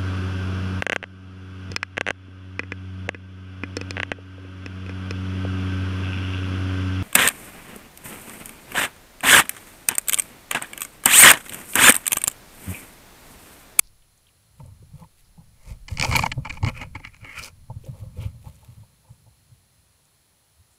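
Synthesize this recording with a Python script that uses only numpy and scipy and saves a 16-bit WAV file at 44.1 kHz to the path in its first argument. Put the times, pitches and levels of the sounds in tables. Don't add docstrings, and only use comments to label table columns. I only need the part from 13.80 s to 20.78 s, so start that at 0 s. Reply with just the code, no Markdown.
import sys
import numpy as np
from scipy import signal
from scipy.fft import rfft, irfft
from scipy.io import wavfile
from scipy.ndimage import uniform_filter1d

SR = 44100
rng = np.random.default_rng(int(sys.argv[2]) if len(sys.argv) > 2 else 0)


def to_wav(sig):
    pcm = np.clip(np.atleast_2d(sig), -1, 1) * 32767
    pcm = np.round(pcm).astype(np.int16)
    wavfile.write(sys.argv[1], SR, pcm.T)


N = 307862
TIME = np.arange(N) / SR
TREBLE_LIMIT_HZ = 15700

# (peak time [s], relative level [dB], pitch of the thud [Hz])
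FOOTFALLS = [(0.804, -39, 149), (0.832, -34, 108.5), (0.864, -44.5, 114), (0.886, -40, 93), (0.92, -42, 95),
             (1.03, -45, 141), (1.144, -35, 142), (1.225, -37.5, 163), (1.589, -41, 165), (1.88, -36, 41.7),
             (1.917, -29, 47), (2.127, -24, 92), (2.204, -23, 132), (2.264, -31, 106), (2.297, -21.5, 106),
             (2.329, -25, 100), (2.362, -21.5, 122), (2.399, -22.5, 124), (2.44, -28, 163),
             (2.582, -19.5, 131.4), (2.841, -16.5, 98), (2.87, -22, 131), (3.052, -35.5, 83),
             (3.16, -31.5, 96), (3.271, -41.5, 102), (3.434, -36, 96), (3.599, -36, 108),
             (3.906, -30.5, 121.3), (3.968, -31.5, 109.5), (4.095, -27, 122), (4.225, -30, 104),
             (4.273, -33.5, 106), (4.393, -24.5, 97), (4.42, -30.5, 103), (4.46, -24.5, 105),
             (4.548, -34.5, 120), (4.674, -30.5, 109), (4.892, -38.5, 119), (4.987, -41, 118),
             (5.013, -41, 110), (5.314, -40, 117), (5.476, -48.5, 123), (5.725, -46.5, 123),
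             (6.801, -53.5, 87)]


def amp(db):
    return 10 ** (np.asarray(db) / 20)


def unit(x):
    return x / np.sqrt(np.mean(x ** 2) + 1e-20)


def sized(x, length, db):
    return amp(db) * x * np.sqrt(length * SR / (np.sum(x ** 2) + 1e-20))


def add(mix, start_s, sound):
    part = mix[max(round(start_s * SR), 0):][:len(sound)]
    part += sound[:len(part)]


def noise(points):
    hz, db = np.transpose(points)
    log_hz = np.log(np.fft.rfftfreq(N, 1 / SR) + 1)
    shape = amp(np.interp(log_hz, np.log(hz), db))
    return unit(irfft(rfft(rng.standard_normal(N)) * shape, N))


def band(x, lo_hz, hi_hz, order=3):
    sos = signal.butter(order, [lo_hz, min(hi_hz, .45 * SR)], "band", fs=SR, output="sos")
    return signal.sosfilt(sos, x)


def band_no_delay(x, lo_hz, hi_hz, order=1):
    forwards = band(x, lo_hz, hi_hz, order)
    return band(forwards[::-1], lo_hz, hi_hz, order)[::-1]


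def follow(times, db):
    return amp(np.interp(TIME, times, db, left=-120, right=-120))


def swells(peak_s, rise_s, fall_s, db):
    power = np.zeros(N)
    for peak, rise, fall, peak_db in np.broadcast(peak_s, rise_s, fall_s, db):
        near = slice(max(int((peak - 3 * rise) * SR), 0), int((peak + 3 * fall) * SR))
        t = TIME[near] - peak
        power[near] += amp(peak_db - 20 * np.maximum(-t / rise, t / fall)) ** 2
    return np.sqrt(power)


def friction(size, slips_per_s, spread_db, smooth):
    strength = amp(spread_db * np.minimum(rng.exponential(1, size), 4))
    snaps = strength * rng.choice([-1, 1], size) * (rng.random(size) < slips_per_s / SR)
    return unit(unit(snaps) + smooth * rng.standard_normal(size))


def stroke(t, length, bite, fade):
    progress = t / length
    return (1 - np.exp(-progress / bite)) * np.exp(-fade * progress) / (1 + progress ** 8)


def electronics(whistle_hz=4200, whine_hz=10000):
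    # (frequency [Hz], relative level [dB])
    hiss_tone = [(20, -16), (45, -17), (90, -10), (170, -18), (300, -17), (900, -18.5), (1500, -21),
                 (3500, -22), (6000, -23), (9000, -23), (13500, -25), (15500, -26.5)]
    whistle = unit(band(rng.standard_normal(N), whistle_hz - 90, whistle_hz + 90, order=1))
    whine = unit(np.sin(2 * np.pi * whine_hz * TIME))
    return amp(-64.5) * noise(hiss_tone) + amp(-77) * whistle + amp(-71) * whine


def shaking(pressure):
    # (frequency [Hz], relative level [dB])
    rumble_tone = [(25, -27), (42, -11.5), (65, 0), (100, 1.5), (160, -5.5), (200, -13), (260, -20),
                   (330, -41), (600, -67)]
    # (frequency [Hz], relative level [dB])
    rocking_tone = [(10, 1.5), (26, 1.5), (40, 3.5), (60, -7), (120, -55.5)]
    # (time [s], relative rumble [dB], rocking [dB])
    load = [(0.0, -65, -50), (0.6, -69.5, -78.5), (1.03, -50.5, -61), (1.28, -74, -61.5),
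            (1.56, -60.5, -58), (1.73, -55.5, -59), (1.94, -69.5, -43.5), (2.31, -31.5, -37.5),
            (2.62, -44, -44), (2.86, -43, -39.5), (3.07, -44.5, -47), (3.26, -60, -52), (3.5, -59, -54),
            (4.37, -46, -55), (5.23, -63.5, -84), (5.44, -61, -93), (6.59, -71, -103), (6.98, -70, -83)]
    times, rumble_db, rocking_db = np.transpose(load)
    rumble = np.hypot(follow(times, rumble_db + 1.5), amp(-7.5) * pressure)
    rocking = np.hypot(follow(times, rocking_db), amp(-20.5) * pressure)
    return noise(rumble_tone) * rumble + noise(rocking_tone) * rocking


def crackles(band_ratio=1.18):
    # (time [s], length [s], centre frequency [Hz], level [dB])
    scrapes = [(0.031, 0.059, 4740, -64), (.22, 0.0086, 3130, -64.5), (0.375, .008, 7050, -63),
               (0.466, 0.007, 3170, -58.5), (0.483, 0.012, 2880, -63), (0.795, 0.0095, 2150, -63),
               (0.86, 0.0042, 9200, -56), (1.235, 0.007, 2160, -61), (1.44, 0.037, 4800, -71),
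               (2.358, 0.014, 11500, -29.5), (3.625, 0.016, 4800, -40), (4.046, 0.0097, 6000, -58),
               (4.035, 0.012, 2850, -61.5), (4.398, 0.062, 2770, -52.5), (4.754, 0.0055, 7540, -59),
               (5.28, .07, 7800, -71.5), (6.237, 0.034, 7330, -70), (6.902, 0.054, 7760, -69)]
    out, t = np.zeros(N), np.arange(8192) / SR
    for start, length, hz, db in scrapes:
        force = friction(len(t), slips_per_s=380, spread_db=6, smooth=1.0)
        force *= stroke(t, length, bite=0.096, fade=0.21)
        crackle = band(force, hz / band_ratio, hz * band_ratio, order=2)
        add(out, start, sized(crackle, length, db))
    return out


def leaves():
    # (peak time [s], length [s], level [dB])
    rustles = [(.8, 0.18, -63), (1.2, 0.23, -63), (1.394, 0.094, -60), (4.077, 0.18, -57),
               (4.198, 0.12, -55), (4.43, 0.2, -55.5), (4.678, .17, -56), (4.838, 0.7, -63)]
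    peak, length, db = np.transpose(rustles)
    clumps = amp(2.3 * unit(uniform_filter1d(rng.standard_normal(N), size=500)))
    snaps = friction(N, slips_per_s=550, spread_db=4, smooth=0.7) * clumps
    low = unit(band(snaps, 2000, 5000, order=2))
    high = unit(band(snaps, 3800, 14000, order=2))
    return unit(0.71 * low + high) * swells(peak, length / 2, length / 2, db)


def case(force, spot_db, shift=1.0):
    # (frequency [Hz], width [Hz], relative level [dB])
    notes = [(280, 60, 0), (526.7, 30, 2.5), (626, 39, -3.5), (860.6, 71, -0.5), (912, 100, -1),
             (1086, 180, -6.5), (1333, 110, -5.5), (1673, 55, -3), (2207, 225, 2.5), (2405, 160, 3),
             (2900, 160, -6), (3520, 130, -17), (4285, 460, -10), (5330, 1600, -12.5), (7000, 1600, -15),
             (8530, 530, -12.5), (10900, 2000, -28), (14300, 1000, -22.5)]
    out = np.zeros(len(force))
    for k, (hz, width, db) in enumerate(notes):
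        b, a = signal.iirpeak(min(hz * shift, TREBLE_LIMIT_HZ), hz / width, SR)
        gain = (-1) ** k * amp(db + spot_db * rng.standard_normal())
        out += gain * signal.lfilter(b, a, force)
    return out


def bumps(band_ratio=1.185):
    # (time [s], length [s], relative level [dB], pitch of the spot [Hz])
    hits = [(0.796, 0.013, -47.5, 1130), (0.848, 0.0054, -53.5, 600), (1.021, 0.008, -55, 375),
            (1.212, 0.027, -51, 1000), (1.241, 0.0088, -49, 1180), (1.57, 0.045, -61.5, 780),
            (1.872, 0.0055, -50.5, 560), (2.573, 0.0023, -36, 445), (2.575, 0.0068, -36, 253),
            (2.827, 0.025, -42, 870), (2.829, 0.031, -36.5, 257), (3.145, 0.01, -38.5, 264),
            (3.195, 0.016, -52, 265), (3.438, 0.057, -55, 260), (3.894, 0.017, -41, 810),
            (4.035, 0.0051, -46, 450), (4.058, 0.024, -45.5, 490), (4.231, 0.0062, -47, 534),
            (4.362, 0.095, -52, 461), (4.638, 0.0087, -52.5, 600), (4.651, 0.031, -51, 920),
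            (4.825, 0.0062, -55, 905), (5.027, 0.016, -61.5, 910), (5.241, 0.015, -62, 880),
            (5.275, 0.017, -63.5, 846), (5.46, 0.017, -62, 740)]
    out, t = np.zeros(N), np.arange(4096) / SR
    for start, length, db, hz in hits:
        force = friction(len(t), slips_per_s=730, spread_db=4, smooth=1.0)
        force *= stroke(t, length, bite=0.017, fade=0.39)
        ring = band(case(force, spot_db=-2), 244, 984, order=4)
        bump = band(ring, hz / band_ratio, hz * band_ratio, order=1)
        add(out, start, sized(bump, length, db + 0.089))
    return out


def paws(rise_s=.006, decay_s=.0105, lead_s=.03):
    out, t = np.zeros(N), np.arange(6000) / SR - lead_s
    push = np.exp(-(np.minimum(t, 0) / rise_s) ** 2 / 2)
    settle = np.exp(-(np.hypot(np.maximum(t, 0), rise_s) - rise_s) / decay_s)
    for peak, db, hz in FOOTFALLS:
        swing = np.sqrt(2) * np.sin(2 * np.pi * (hz * t + rng.random()))
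        add(out, peak - lead_s, amp(db - 2) * push * settle * swing)
    return out


def paw_pressure():
    peak, db, _ = np.transpose(FOOTFALLS)
    return swells(peak, rise_s=0.041, fall_s=0.071, db=db)


def rubbing():
    # (peak time [s], rise [s], fall [s], relative rasp level [dB],
    # hiss above rasp [dB], scuff above rasp [dB])
    rubs = [(.86, .06, .2, -78, 0, 15), (1.21, .1, .06, -70, -2, 14), (1.91, .13, .05, -53, 0, 1),
            (2.112, .025, .1, -49, 1, 0), (2.24, .05, .07, -30, -6, 0), (2.295, .045, .04, -38, -1, 1),
            (2.335, .05, .04, -35, -4, 3), (2.375, .03, .1, -33, -2, 4), (2.462, .06, .03, -42, -1, 4),
            (2.66, .025, .08, -50, -12, 0), (2.738, .04, .07, -48, -7, -1),
            (2.884, .04, .035, -33, -13, -2), (2.976, .05, .04, -37.5, -16, -11),
            (3.018, .04, .045, -38, -14, 0), (3.16, .015, .035, -44, -17, -4),
            (3.248, .022, .045, -39, -21, -20), (3.34, .04, .07, -55, -17, -14),
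            (4.15, .12, .3, -76, 0, 21), (4.43, .08, .07, -53, -4, 4), (4.68, .08, .12, -70, 0, 13),
            (4.85, .12, .3, -78, 0, 17), (5.28, .08, .15, -82, 0, 17)]
    # (time [s], relative rasp level [dB], hiss above rasp [dB], scuff above rasp [dB])
    slide = [(3.39, -67, -8, -6), (3.454, -45.5, -21, -11), (3.528, -38.5, -18, -18.5),
             (3.548, -42, -16, -11.5), (3.588, -30, -12.5, -22), (3.616, -46, -6.5, -2.5),
             (3.634, -45.5, 6.5, -2.5), (3.686, -46.5, -2, -6.5), (3.72, -85.5, -5.5, 18)]
    peak, rise, fall, db, hiss_db, scuff_db = np.transpose(rubs)
    times, slide_db, slide_hiss_db, slide_scuff_db = np.transpose(slide)
    rasp = np.hypot(swells(peak, rise, fall, db), follow(times, slide_db))
    hiss = np.hypot(swells(peak, rise, fall, db + hiss_db), follow(times, slide_db + slide_hiss_db))
    scuff = np.hypot(swells(peak, rise, fall, db + scuff_db), follow(times, slide_db + slide_scuff_db))
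    return rasp, hiss, scuff


def wandering_touch(force, spot_db, detune, spots_per_s=10):
    wobble = unit(uniform_filter1d(rng.standard_normal(N), size=4000))
    place = np.cumsum(spots_per_s * (1 + .5 * wobble)) / SR
    out = np.zeros(N)
    for spot in range(3):
        nearness = np.cos(np.pi * (place + spot) / 3) ** 4
        out += nearness * unit(case(force, spot_db, shift=1 + (spot - 1) * detune))
    return out


def scuffing(weight):
    slips = friction(N, slips_per_s=540, spread_db=2.5, smooth=0.99)
    ring = wandering_touch(slips, spot_db=1.5, detune=.02)
    scuff = unit(band(ring + 0.18 * slips, 370, 1150, order=4))
    heaviness = np.minimum(weight / amp(-44.5), 1)
    boom = unit(band(ring, 215, 240, order=2)) * heaviness
    return (amp(-1.5) * scuff + amp(-3) * boom) * weight


def fur(rasp_gain, hiss_gain):
    flicks = friction(N, slips_per_s=900, spread_db=3, smooth=0.49)
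    ring = wandering_touch(flicks, spot_db=2, detune=.04)
    rasp = unit(band(ring + 0.14 * flicks, 1200, 2800))
    hole_flicks = friction(N, slips_per_s=700, spread_db=3, smooth=0.27)
    hairs = unit(band(hole_flicks, 3000, 11000, order=2))
    hiss = unit(unit(band(ring, 4500, 20000)) + 1.6 * hairs)
    return amp(-.5) * rasp * rasp_gain + hiss * hiss_gain


def claws(damping_s=0.014, lead_samples=256):
    # (time [s], length [s], relative level [dB], knock boost [dB], grit boost [dB])
    scratches = [(2.0818, 0.009, -39, -9, -1), (2.1728, 0.002, -28, -19, -2), (2.182, 0.006, -36, -4, -6),
                 (2.1975, 0.003, -22, -15, 2), (2.2122, 0.002, -19, -12, 1), (2.2253, 0.0018, -13, -17, -5),
                 (2.2335, 0.009, -29, 1, -3), (2.2472, 0.003, -26, 0, 5), (2.2505, 0.003, -28, 3, 0),
                 (2.3125, 0.003, -23, -6, -8), (2.323, 0.007, -27, 1, -3), (2.334, 0.009, -26, -12, -9),
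                 (2.3515, 0.006, -17, -2, -9), (2.3595, 0.003, -22, -5, 3), (2.364, 0.005, -14, -14, -8),
                 (2.3915, 0.004, -18, -1, -7), (2.421, 0.012, -29, -13, -7), (2.436, 0.004, -22, 6, -11),
                 (2.461, 0.006, -24, 3, -10), (2.5165, 0.009, -26, -14, -6), (2.649, 0.012, -34, 0, -14),
                 (2.666, 0.009, -39, 1, -14), (2.695, 0.007, -33, -12, -9), (2.7025, 0.006, -26, -17, -15),
                 (2.726, 0.002, -46, -6, 5), (2.752, 0.002, -47, -3, -2), (2.768, 0.014, -42, -2, -15),
                 (2.828, 0.008, -40, 10, -4), (2.8475, 0.002, -25, -8, -5), (2.863, 0.006, -32, -2, -8),
                 (2.874, 0.006, -30, -7, -13), (2.886, 0.004, -27, -7, -11), (2.895, 0.004, -31, -6, -13),
                 (3.013, 0.008, -32, -9, -17), (3.025, 0.012, -38, -4, -15), (3.15, 0.013, -34, -5, -18),
                 (3.196, 0.008, -49, -1, -12), (3.25, 0.003, -29, -18, -15), (3.27, 0.012, -43, -15, -14),
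                 (3.345, 0.002, -41, -13, -12), (3.366, 0.002, -50, -13, -4), (3.446, 0.002, -37, -9, -14)]
    out = np.zeros(N)
    t = np.maximum(np.arange(4096) - lead_samples, 0) / SR
    for start, length, db, knock_db, grit_db in scratches:
        force = friction(len(t), slips_per_s=2700, spread_db=4, smooth=0.19)
        force *= stroke(t, length, bite=0.022, fade=0.13)
        force[lead_samples] += 0.0336 / length
        ring = case(force, spot_db=2, shift=1 + 0.01867 * rng.standard_normal())
        damped = ring * np.exp(-np.maximum(t - length, 0) / damping_s)
        grit = sized(band_no_delay(damped + 0.037 * force, 3000, 8200, order=3), length, db + grit_db - 1)
        rasp = sized(band_no_delay(damped + 0.2 * force, 1400, 3100, order=2), length, db - 1.13)
        knock = sized(band_no_delay(damped, 690, 1230, order=2), length, db + knock_db + .8)
        hollow = sized(band_no_delay(ring, 140, 250), length, db - 15)
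        add(out, start - lead_samples / SR, grit + rasp + knock + hollow)
    return out


def scene():
    pressure = paw_pressure()
    rasp, hiss, scuff = rubbing()
    feet = claws() + bumps() + paws() + shaking(pressure)
    weight = np.hypot(scuff, amp(-31) * pressure)
    body = scuffing(weight) + fur(rasp, hiss)
    return (feet + body + leaves() + crackles() + electronics())[None]


def record(dry):
    low_pass = signal.firwin(511, TREBLE_LIMIT_HZ, window=("kaiser", 9), fs=SR)
    return signal.oaconvolve(dry, low_pass[None], "same")


dry = scene()
out = record(dry)
to_wav(out)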